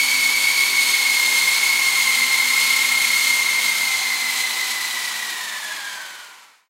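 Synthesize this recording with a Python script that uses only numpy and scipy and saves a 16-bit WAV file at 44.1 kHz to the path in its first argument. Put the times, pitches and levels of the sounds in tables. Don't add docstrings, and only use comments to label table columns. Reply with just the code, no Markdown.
import sys
import numpy as np
from scipy import signal
from scipy.fft import rfft, irfft, next_fast_len
from scipy.io import wavfile
from scipy.ndimage import uniform_filter1d, map_coordinates

SR = 44100
rng = np.random.default_rng(int(sys.argv[2]) if len(sys.argv) > 2 else 0)


def materialize(psi):
    bounded = np.clip(np.atleast_2d(psi).T, -1, 1)
    quanta = np.round(bounded * 32767).astype(np.int16)
    wavfile.write(sys.argv[1], SR, quanta)


N = 295029
TIME = np.arange(-SR, N) / SR
PINION_TEETH, GEAR_TEETH = 8, 68


def amp(db):
    return 10 ** (np.asarray(db) / 20)


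def unit(x):
    return x / np.sqrt(np.mean(x ** 2) + 1e-20)


def steady(x):
    power = np.abs(uniform_filter1d(x ** 2, size=SR // 5))
    return x / np.sqrt(power + 1e-12)


def along(points, hz):
    f, values = np.transpose(points)
    return np.interp(np.log(hz + 1), np.log(f + 1), values)


def wobble(rate):
    coarse = np.linspace(TIME[0], TIME[-1], 12000)
    at = (coarse - coarse[0]) * rate
    knots = rng.standard_normal(int(at[-1]) + 4)
    return np.interp(TIME, coarse, map_coordinates(knots, [at]))


def filtered(x, response):
    size = next_fast_len(len(x) + SR // 2)
    hz = np.fft.rfftfreq(size, 1 / SR)
    return irfft(rfft(x, size) * response(hz), size)[:len(x)]


def coloured(x, spectrum):
    return unit(filtered(x, lambda hz: amp(along(spectrum, hz))))


def ramp(start_s, length_s):
    return np.clip((TIME - start_s) / length_s, 0, 1)


def flight_stages(mid_s=2.39, width_s=1.5):
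    mid = np.exp(-((TIME - mid_s) / width_s) ** 2)
    late = ramp(start_s=3.39, length_s=1.82)
    return mid, late


def level(speed, hover_db, octave_db, mid_db, late_db):
    mid, late = flight_stages()
    return amp(hover_db + octave_db * speed + mid_db * mid + late_db * late)


def motor_load(idle_s=5.984, decay_db_per_s=22):
    return amp(-decay_db_per_s * np.maximum(TIME - idle_s, 0))


def tooth_rates(landing_s=5.2, run_down_hz_per_s=470, trim_hz=38, nudge_ramp_s=.22):
    # t/s, mesh frequency of the upper rotor f/Hz
    throttle = [(.55, 2197), (.82, 2170), (1.7, 2162), (2.2, 2090), (2.45, 2135), (3.7, 2112), (3.95, 2078),
                (4.6, 2046), (5.2, 1917)]
    # start t/s, duration t/s, change of mesh frequency f/Hz
    nudges = [(-1, 1.72, 33), (0.87, .6, -69), (4, .93, -90), (5.5, .37, -55.5)]
    upper = np.interp(TIME, *np.transpose(throttle))
    upper -= run_down_hz_per_s * np.maximum(TIME - landing_s, 0)
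    lead = nudge_ramp_s / 2
    steer = sum(hz * (ramp(start - lead, nudge_ramp_s) - ramp(start + length - lead, nudge_ramp_s))
                for start, length, hz in nudges)
    return upper, upper + trim_hz + steer


def rotor_turns(rates, drift):
    return [np.cumsum(tooth_hz * (1 + drift * wobble(9))) / GEAR_TEETH / SR for tooth_hz in rates]


def hall(x, wet_db):
    # f/Hz, T60/s
    decay_times = [(100, 1.9), (1000, 3.3), (4000, 2.8), (15000, 0.27)]
    hz, t, grid = signal.stft(np.zeros(SR), SR, nperseg=256)
    decay = amp(-60 * t / along(decay_times, hz)[:, None])
    hop = SR * 3 // 5
    padded = np.pad(x, (0, 2 * hop))
    echo = np.zeros(len(padded) + 2 * SR)
    window = np.hanning(2 * hop)
    for start in range(0, len(x), hop):
        noise = rng.standard_normal(grid.shape) + 1j * rng.standard_normal(grid.shape)
        tail = signal.istft(decay * noise, nperseg=256)[1]
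        answer = signal.fftconvolve(padded[start:start + 2 * hop] * window, tail)
        echo[start:start + len(answer)] += answer
    return steady(unit(x) + amp(wet_db) * unit(echo[:len(x)]))


def downwash(speed):
    # f/Hz, relative density level/dB
    spectrum = [(22, -21), (42, -17), (65, -13), (105, -11), (180, -2), (310, 1), (520, -1), (880, -13),
                (3000, -42)]
    rush = coloured(rng.standard_normal(len(TIME)), spectrum)
    return rush * level(speed, hover_db=-51.0, octave_db=11, mid_db=1.2, late_db=-3.5)


def hum(turns, orders, fading_db):
    mid, late = flight_stages()
    tones = np.zeros(len(TIME))
    for order, db, mid_db, late_db in orders:
        standing_wave_db = fading_db * wobble(2.475)
        gain = amp(db + mid_db * mid + late_db * late + standing_wave_db)
        tones += gain * np.sin(2 * np.pi * (round(order) * turns + rng.random()))
    return tones


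def blade_hum(rotors, speed):
    # multiple of the rotor rate, level/dB, change in mid-flight/dB, towards the end/dB
    harmonics = [(4, -7, -10, -6), (6, -10.5, 6.5, -3.5), (8, 3, -1, -0.5), (12, -5, 3, 4),
                 (16, -7.5, 3.5, 0)]
    upper, lower = (hum(turns, harmonics, fading_db=2.0) for turns in rotors)
    drone = motor_load() * hall(upper + amp(-7) * lower, wet_db=-1)
    swell = amp(wobble(5))
    return drone * swell * level(speed, hover_db=-48.5, octave_db=34, mid_db=1.0, late_db=-2.0)


def airframe(rotors, clicks, speed):
    # multiple of the shaft rate, level/dB, change in mid-flight/dB, towards the end/dB
    harmonics = [(3, -10.5, -2, 6), (4, -1.5, 2.5, 1), (5, -6, 3, 0), (7, -3.5, -1, 3.5),
                 (10, -9.5, 0, 10.5), (12, -5, 2.5, 5.5)]
    # f/Hz, relative level/dB
    response = [(50, -60), (200, -20), (450, -15), (650, -9), (820, -4), (1000, 3.5), (1200, -3),
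                (1600, -2), (2300, 0), (4000, -47)]
    shafts = [turns * GEAR_TEETH / PINION_TEETH + 0.021 * wobble(50) for turns in rotors]
    upper, lower = (hum(turns, harmonics, fading_db=3.5) for turns in shafts)
    motors = unit(upper + amp(-2.5) * lower) * motor_load()
    motors *= level(speed, hover_db=-7.5, octave_db=17, mid_db=4.5, late_db=3.0)
    body = hall(coloured(clicks, response) + motors, wet_db=4.5)
    return body * level(speed, hover_db=-33.0, octave_db=10.5, mid_db=3.0, late_db=0.6)


def runout(turns, slope):
    orders = np.arange(1, GEAR_TEETH // 2)
    angle = np.linspace(0, 1, 512)
    offsets = rng.random((len(orders), 1))
    lobes = orders ** -slope @ np.cos(2 * np.pi * (orders[:, None] * angle + offsets))
    return np.interp(turns % 1, angle, unit(lobes))


def tooth_impacts(turns, scatter_db, slack_teeth, pattern_db):
    count = int(turns[-1] * GEAR_TEETH)
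    contacts = np.arange(count) + slack_teeth * rng.standard_normal(count)
    at = np.interp(contacts, turns * GEAR_TEETH, np.arange(len(TIME)))
    strength = amp(scatter_db * rng.standard_normal(count)) * rng.choice([-1, 1], count)
    clicks = np.bincount(at.astype(int), strength, len(TIME))
    return unit(clicks * amp(pattern_db * runout(turns, slope=0.78)))


def gear_ring(clicks):
    # f/Hz, relative level/dB
    response = [(100, -58.5), (700, -47), (1500, -26), (2000, -10.5), (2600, -3.5), (3200, -0.5),
                (3700, -0.5), (4300, 0.5), (5000, -3), (5600, -5), (6700, -3), (9500, -6), (12000, -7.5),
                (15500, -12)]
    # centre f/Hz, width f/Hz, level/dB
    modes = [(1780, 90, -15), (2290, 136, 7.5), (2456, 34, 4), (2620, 23, 2.5), (2770, 49, -4.5),
             (3090, 64, 3), (5320, 150, 1.5), (6500, 310, 0.5), (7660, 220, 1.5), (10200, 280, 1.5),
             (12000, 440, 3.5)]

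    def modal_gain(hz):
        return amp(sum(db / (1 + (2 * (hz - centre) / width) ** 2) for centre, width, db in modes))

    return unit(filtered(coloured(clicks, response), modal_gain))


def dulled(x, speed, edge_hz=11000, db_per_octave=7):
    treble = filtered(x, lambda hz: 1 - 1 / (1 + (hz / edge_hz) ** 6))
    return x + (amp(db_per_octave * speed) - 1) * treble


def whine(turns, orders, swing_rad, throb, flutter_rad):
    phase = 2 * np.pi * GEAR_TEETH * turns + swing_rad * runout(turns, slope=1.07)
    phase += flutter_rad * wobble(110)
    pressure = 1 + throb * runout(turns, slope=1.5)
    return pressure * sum(amp(db) * np.sin(round(order) * phase) for order, db in orders)


def gear_rattle(rotors, clicks, speed):
    # multiple of the mesh frequency, level/dB
    harmonics = [(2, -4), (3, -10.5), (4, -10), (5, -13), (6, -17.5)]
    overtones = sum(whine(turns, harmonics, swing_rad=.42, throb=.3, flutter_rad=.62) for turns in rotors)
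    edge = unit(overtones) * motor_load()
    edge *= level(speed, hover_db=-4.0, octave_db=-13, mid_db=-3.5, late_db=-8.5)
    teeth = hall(gear_ring(clicks) + edge, wet_db=0.5)
    shiver_db = 0.22 * wobble(5.3) + 0.6 * wobble(20) + 0.49 * wobble(60)
    rattle = dulled(teeth, speed) * amp(shiver_db)
    return rattle * level(speed, hover_db=-22.0, octave_db=23, mid_db=2.06, late_db=-1.5)


def mesh_tone(rotors, speed):
    upper, lower = (whine(turns, [(1, 0)], swing_rad=.35, throb=.42, flutter_rad=.13) for turns in rotors)
    tone = motor_load() * hall(upper + amp(-3.0) * lower, wet_db=.5)
    return tone * level(speed, hover_db=-20.0, octave_db=9.5, mid_db=0.26, late_db=-10.0)


def scene():
    rates = tooth_rates()
    speed = np.log2(rates[0] / rates[0][0])
    rotors = rotor_turns(rates, drift=.002)
    clicks = sum(tooth_impacts(turns, scatter_db=1.95, slack_teeth=.3, pattern_db=1.5) for turns in rotors)
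    gears = mesh_tone(rotors, speed) + gear_rattle(rotors, clicks, speed)
    craft = gears + airframe(rotors, clicks, speed) + blade_hum(rotors, speed) + downwash(speed)
    return np.array([craft, craft])[:, -N:]


def record(dry, fade_s=0.76, fade_power=1.09, top_hz=15800):
    remaining_s = (N - np.arange(N)) / SR
    fade = np.clip(remaining_s / fade_s, 0, 1) ** fade_power
    return np.array([filtered(channel * fade, lambda hz: hz < top_hz) for channel in dry])


dry = scene()
out = record(dry)
materialize(out)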